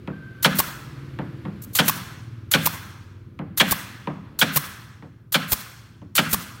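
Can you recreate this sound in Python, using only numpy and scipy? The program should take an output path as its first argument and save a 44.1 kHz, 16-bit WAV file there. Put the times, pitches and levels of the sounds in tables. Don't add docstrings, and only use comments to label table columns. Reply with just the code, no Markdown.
import sys
import numpy as np
from scipy import signal
from scipy.fft import rfft, irfft
from scipy.io import wavfile
from scipy.ndimage import uniform_filter1d

SR = 44100
rng = np.random.default_rng(int(sys.argv[2]) if len(sys.argv) > 2 else 0)


def invert_db(x):
    u = np.asarray(x, float) / 20
    return 10 ** u


def store_pcm(level_fs):
    pcm = np.round(np.clip(level_fs, -1, 1) * 32767).astype(np.int16)
    wavfile.write(sys.argv[1], SR, np.atleast_2d(pcm).T)


N = 291060
T = np.arange(N) / SR

# freq_hz, density_db (per Hz)
YARD_COLOUR = [(15, -58), (25, -14), (48, -13), (87, -9), (111, -7.5), (226, -18), (339, -24), (496, -30),
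               (766, -42.5), (1470, -31), (1880, -37), (15200, -67), (16500, -69)]
# time_s, activity_db
YARD_ACTIVITY = [(0, -4), (1, 2.5), (1.6, -0.5), (2.2, -4.5), (3.3, -14.5), (4.3, -6.5), (5.25, -25),
                 (6.1, -23.5), (6.6, -6.5)]
# freq_hz, density_db (per Hz)
SAW_COLOUR = [(1200, -19), (2200, 2), (3200, -2), (4500, -4.5), (6000, -17.5), (9000, -22.5),
              (12000, -13.5), (16000, -25)]
# time_s, level_db (rms), favoured_hz
ENGINE_GAP = [(0, -52, 96), (.3, -45.5, 122), (.8, -45, 142), (1.0, -39, 136), (1.35, -38, 126),
              (1.62, -44.5, 100), (2.1, -42, 122), (2.3, -37, 116), (2.45, -38, 106), (3.1, -43.5, 94),
              (3.95, -47.5, 112), (4.3, -57, 130), (4.9, -48, 108), (5.2, -49.5, 114), (5.85, -50.5, 112),
              (6.08, -46, 100), (6.6, -46.5, 112)]
# order (multiple of the cycle), level_db
ENGINE_ORDERS = [(3, -56.5), (4, -61.5), (10, -61), (13, -55.5), (14, -64.5), (15, -55.5), (17, -56),
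                 (18, -54.5), (20, -69)]
# start_s, low_modes_db, hardness_db
NOSE_TAPS = [
    (.075, -12.5, -3.5),
    (1.189, -11, -0.5),
    (1.452, -13, -4),
    (3.391, -12.5, -3.5),
    (4.073, -11.5, 1.5),
    (5.024, -24.5, -1.5),
    (6.017, -25.5, -7.5),
]
# pitch_hz, level_db, t60_s
PANEL_MODES = [(157, 4, 0.6), (174, 2, .09), (189, 5, .16), (218.4, 2, 0.18), (270.4, 1, 0.19),
               (288.5, -6, 0.32), (363, -6, 0.17), (425.5, -9.5, 0.083), (468.4, -9, 0.15), (540, -8, 0.14),
               (640, -16, 0.09), (820, -16.5, .07), (890, -15, 0.049)]
# freq_hz, density_db (per Hz)
WOOD_COLOUR = [(200, -12.5), (500, 8), (1200, 2.5), (2200, -6.5), (3500, -15), (6000, -42), (16000, -52)]
# start_s, length_s, level_db (rms)
SQUEAL_GRIPS = [
    (.122, 0.07, -48.5),
    (.2, 0.05, -44),
    (0.248, .02, -47),
    (0.271, 0.034, -46),
    (0.311, 0.019, -45),
    (0.347, .021, -47),
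    (0.375, 0.017, -48),
    (.396, 0.04, -51.5),
]
# start_s, peak_db, seep_before_db
VALVE_OPENS = [
    (0.4251, -9.5, -50),
    (1.7499, -5.5, -45),
    (2.5125, -7, -39),
    (3.5728, -8, -37),
    (4.3885, -8, -46),
    (5.3206, -9, -62.5),
    (6.1512, -6, -41),
]
# start_s, length_s, level_db (rms)
TRIGGER_LEAKS = [
    (1.616, 0.033, -40.5),
    (1.73, 0.016, -38),
]
# freq_hz, density_db (per Hz)
JET_COLOUR = [(180, -59.5), (300, -23.5), (1600, -9), (2480, -13.5), (4240, -4.5), (5100, -10),
              (6780, -6.5), (9330, -7.5), (14400, -1), (15700, -3), (16500, -30)]
# freq_hz, density_db (per Hz)
BURST_COLOUR = [(180, -39), (300, -7), (938, -8), (2890, -9.5), (5640, -9.5), (6240, -11.5), (9810, -7),
                (11400, -8), (14400, 1), (15700, -5), (16500, -16.5)]
# start_s, peak_db, panel_thump_db, ping_db
DRIVER_BLOWS = [
    (0.445, -2, -3.5, -24),
    (1.787, -3.5, -5, -10.5),
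    (2.5369, -3.5, -5.5, -1.5),
    (3.5991, -2.5, -6, 0),
    (4.413, -3, -7.5, 0.5),
    (5.343, -4, -9.5, -0.5),
    (6.178, -3.5, -7, -21),
]
# pitch_hz, width_hz, level_db, enters_after_s
GUN_BODY = [(900, 800, -20, 0.015), (1510, 350, 3.5, 0.0018), (2337, 130, -2.5, 0.00033),
            (3210, 610, 4.5, .0002), (4340, 270, -9, 0.00016), (5500, 900, -14.5, 0.00016)]
# start_s, peak_db, piston_knock_db, mic_puff_db
EXHAUSTS = [
    (0.5862, -6.5, -5, -17),
    (1.8805, -8, -6.5, -28.5),
    (2.6564, -9.5, -7, -35),
    (3.7098, -9, -6.5, -17),
    (4.5586, -8, -10, -18.5),
    (5.5191, -7.5, -19, -14.5),
    (6.328, -7.5, -11, -15.5),
]
# pitch_hz, level_db, t60_s
PISTON_KNOCK = [(960, 1, 0.016), (1075, 8, 0.021), (1363, -2, 0.0073), (1700, -4, 0.015), (2700, -4, 0.015),
                (3600, -8, 0.014), (5600, -9, .012)]
# freq_hz, t60_s, level_db
SHED_TAIL = [(194.8, 0.65, -8), (402, 0.83, -21), (880, 1.27, -22.5), (1380, 1.137, -14.5),
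             (3420, 0.99, -20), (5760, 0.95, -19), (11700, 0.59, -22.5)]
# pitch_hz, width_hz, level_db
TAIL_RESONANCES = [(1090, 170, 0), (1630, 380, 0), (3470, 78, -8), (4350, 84, -9), (5580, 99, -9),
                   (5970, 59, -10)]

BEND_S = 0.016
RATTLE_S, BURST_S = 0.013, 0.022


def noise(spectrum):
    hz, db = np.transpose(spectrum)
    f = np.arange(N // 2 + 1) * SR / N + 1
    colour = invert_db(np.interp(np.log(f), np.log(hz), db))
    x = irfft(rfft(rng.standard_normal(N)) * colour, N)
    return x / x.std()


WOOD_NOISE = noise(WOOD_COLOUR)


def walk(rate):
    k = int(SR / rate)
    steps = np.repeat(rng.standard_normal(N // k + 1), k)
    x = uniform_filter1d(uniform_filter1d(steps, k), k)[:N]
    return x / x.std()


def gate(start, end, rise, fall):
    return np.clip((T - start) / rise, 0, 1) * np.exp(-np.clip(T - end, 0, None) / fall)


def filtered(x, hz, kind="low"):
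    return signal.sosfilt(signal.butter(2, hz, kind, fs=SR, output="sos"), x)


def ring(modes, scatter_db, detune=0.018):
    hz, db, t60 = np.transpose(modes)[:, :, None]
    chance = rng.standard_normal((2, len(modes), 1))
    t = T[:SR // 2]
    tones = np.sin(2 * np.pi * hz * (1 + detune * chance[1]) * t)
    x = (invert_db(db + scatter_db * chance[0]) * tones * 1000.0 ** (-t / t60)).sum(axis=0)
    return x / np.abs(x).max()


def add(out, s, x):
    i = int(s * SR)
    out[i:i + len(x)] += x[:N - i]


def yard():
    busy_db = np.interp(T, *np.transpose(YARD_ACTIVITY))
    bed = noise(YARD_COLOUR)
    saw = invert_db(-62 + 0.86 * busy_db) * noise(SAW_COLOUR)
    hiss = invert_db(-41.5 + 1.05 * busy_db) * filtered(bed, 450, "high")
    rumble = invert_db(-42.5 + 0.19 * busy_db + 1.2 * walk(2.2)) * filtered(bed, 450)
    return rumble - hiss + saw


def engine():
    s, level_db, favoured_hz = np.transpose(ENGINE_GAP)
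    level_db, favoured_hz = np.interp(T, s, level_db), np.interp(T, s, favoured_hz)
    busy_db = np.interp(T, *np.transpose(YARD_ACTIVITY))
    hz = 19.4 - 0.092 * T
    cycle = 2 * np.pi * np.cumsum(hz) / SR
    out = np.zeros(N)
    for k in range(4, 9):
        favour = 1 / (1 + ((k * hz - favoured_hz) / 16) ** 2)
        out += invert_db(level_db + 0.61 * walk(8.5)) * favour * np.cos(k * cycle)
    for k, db in ENGINE_ORDERS:
        swell_db = 0.4 * (level_db + 36.5) + 0.6 * busy_db + 4 * walk(3.3)
        out += invert_db(db + swell_db) * np.cos(int(round(k)) * cycle)
    return np.sqrt(2) * out


def bend(x, lag):
    size = len(x) + SR // 10
    f = np.arange(size // 2 + 1) * SR / size
    travel = np.exp(-2j * np.pi * (2 * lag * np.sqrt(200 * f) - lag * f / 4))
    radiate = 1 / (1 + (135 / (f + 1)) ** 8)
    return irfft(rfft(x, size) * travel * radiate, size)[:len(x)] * np.linspace(1, 0, len(x))


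def board(modes_db, tick_db, body_db, lag, tilt_db):
    t = T[:SR // 2]
    wood = np.roll(WOOD_NOISE, rng.integers(N))[:len(t)]
    dull = filtered(wood, 1700)
    body = (0.7 * wood + 3.5 * np.gradient(dull)) * np.exp(-t / 0.016) + 0.75 * dull * np.exp(-t / 0.03)
    tilted = [(hz, db + tilt_db * np.log2(hz / 200), t60) for hz, db, t60 in PANEL_MODES]
    modes = ring(tilted, 1.5, 0.006) * (1 - np.exp(-t / 0.0015))
    tick = (wood + 2.5 * np.gradient(wood)) * np.exp(-t / 0.003)
    out = bend(invert_db(modes_db) * modes + invert_db(body_db) * body, lag)
    out += bend(invert_db(tick_db) * tick, 0.403 * lag)
    back = int(0.017 * SR)
    out[back:] += invert_db(modes_db - 7) * bend(modes, 1.2 * lag)[:-back]
    return out


def taps():
    out = np.zeros(N)
    for s, db, hard_db in NOSE_TAPS:
        add(out, s, board(db, db - 14 + hard_db, db - 20 + 0.82 * hard_db, 0.64 * BEND_S, 0.7))
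        db = db - 10.5
        add(out, s + 0.026, board(db - 0.5, db - 14 + hard_db, db - 20 + hard_db, 0.7 * BEND_S, 0.6))
    return out


def squeal():
    hz = 1585 - 110 * T + 6 * walk(33)
    phase = 2 * np.pi * np.cumsum(hz) / SR
    tone = np.sin(phase + 0.6 * walk(60)) + 0.06 * np.cos(2 * phase)
    grip = sum(invert_db(db) * gate(s, s + length - 0.004, 0.011, 0.007) for s, length, db in SQUEAL_GRIPS)
    return np.sqrt(2) * grip * tone * invert_db(2.6 * walk(72))


def air():
    jet, seep, burst = np.zeros(N), np.zeros(N), np.zeros(N)
    for (s, db, seep_db), blow in zip(VALVE_OPENS, DRIVER_BLOWS):
        until_blow = gate(0, blow[0] - 0.001, 0.001, 0.006)
        jet += invert_db(db - 11.5) * gate(s, s + 0.0056, 0.003, 0.032) * until_blow
        seep += invert_db(seep_db) * gate(s - 0.0063, s, 0.017, 0.002)
    for s, length, db in TRIGGER_LEAKS:
        seep += invert_db(db) * gate(s, s + length, 0.006, 0.003)
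    for s, db, _, _ in EXHAUSTS:
        seep += invert_db(db - 22) * gate(s - 0.045, s, 0.035, 0.003)
        puff = gate(s - 0.001, s + BURST_S - 0.005, 0.0022, 0.0037)
        burst += invert_db(db - 8) * puff * (1 + 0.5 * gate(s, s, 0.001, 0.0042))
    gas = noise(JET_COLOUR)
    thin = filtered(gas, 5200, "high")
    return (jet * gas + seep * thin + burst * noise(BURST_COLOUR)) * invert_db(2 * walk(500))


def blows():
    out, scrape, t = np.zeros(N), noise(BURST_COLOUR), T[:SR // 10]
    for s, db, thump_db, ping_db in DRIVER_BLOWS:
        ping = np.sin(2 * np.pi * 3300 * t) * (t / 0.0021 * np.exp(1 - t / 0.0014)) ** 2
        add(out, s, invert_db(ping_db) * ping)
        for hz, width, mode_db, late in GUN_BODY:
            hits = rng.standard_normal(len(t)) * np.clip((t - late) / 0.00025, 0, 1)
            hits *= np.exp(-np.clip(t - late - RATTLE_S, 0, 1) / 0.0075)
            hits *= invert_db(2.2 * uniform_filter1d(rng.standard_normal(len(t)), size=60) * 8.3)
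            body = np.gradient(np.sin(2 * np.pi * hz * t) * np.exp(-np.pi * width * t))
            rattle = signal.fftconvolve(hits, body)
            rattle /= rattle[:int((late + RATTLE_S) * SR)].std()
            add(out, s, invert_db(db + mode_db - 16.5) * rattle)
        slide = gate(s, s + RATTLE_S, 0.0011, 0.005) + 4.5 * gate(s + 0.001, s + 0.001, 0.0003, 0.001)
        out += invert_db(db - 35) * scrape * slide
        add(out, s + 0.004, board(thump_db, thump_db - 10, thump_db - 15, 0.98 * BEND_S, -3))
    return out


def knocks():
    out = np.zeros(N)
    puff_modes = [(59, -3, 0.048), (112, -2.5, 0.019), (197, -7.5, 0.16)]  # pitch_hz, level_db, t60_s
    for s, _, knock_db, puff_db in EXHAUSTS:
        landing = ring(PISTON_KNOCK, 2.4, 0.03) * (1 - np.exp(-T[:SR // 2] / 0.0012)) * 1.6
        add(out, s + BURST_S - 0.007, invert_db(knock_db) * landing)
        add(out, s + BURST_S - 0.0035, invert_db(knock_db - 10.5) * ring(PISTON_KNOCK, 2))
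        add(out, s + 0.0048, invert_db(puff_db) * ring(puff_modes, 9.3, 0.2))
    return out


def shed(x):
    step = 44
    t = np.arange(1500) * step / SR
    far_wall = 0.5 * np.exp(-((t - 0.082) / 0.014) ** 2)
    build = (1 - np.exp(-t / 0.0044) + far_wall) ** 2
    octaves = np.log2(np.arange(N // 2 + 1) * SR / N + 1)
    source, field, out = rfft(x), rfft(rng.standard_normal(N)), 0
    field = field * (1 + sum(0.7 / (1 + ((2 ** octaves - f) / w) ** 2) for f, w, _ in TAIL_RESONANCES))
    hz, t60, db = np.transpose(SHED_TAIL)
    for centre in np.arange(7.5, 14.4, 1 / 3):
        band = np.cos(np.pi * np.clip(1.5 * (octaves - centre), -0.5, 0.5))
        energy = (irfft(source * band, N) ** 2).reshape(-1, step).mean(axis=1)
        decay = build * 1000.0 ** (-2 * t / np.interp(centre, np.log2(hz), t60))
        late = np.sqrt(np.convolve(energy, decay)[:len(energy)])
        late *= invert_db(6 * uniform_filter1d(rng.standard_normal(len(late)), size=25))
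        hiss = irfft(field * band, N)
        level = invert_db(np.interp(centre, np.log2(hz), db) - 10.5)
        out = out + level * np.interp(T, T[::step], late) * hiss / hiss.std()
    return out


def scene():
    far = yard() + engine() + squeal()
    touch, hiss, strike = taps(), air(), blows() + knocks()
    wet = shed(invert_db(-0.5) * hiss + invert_db(-4) * strike + invert_db(-2.5) * touch)
    return (hiss + strike + touch + wet + far)[None]


def band_limit(x):
    return signal.sosfilt(signal.butter(12, 16990, fs=SR, output="sos"), x)


def record(dry):
    mic = filtered(dry, 70, "high")
    mic = mic + invert_db(-80.5) * np.diff(rng.standard_normal(N + 1))
    soft = np.tanh(0.91 * mic) / 0.98
    cut = signal.sosfilt(signal.ellip(8, 0.2, 60, 15900, fs=SR, output="sos"), soft)
    return band_limit(cut)


dry = scene()
out = record(dry)
store_pcm(out)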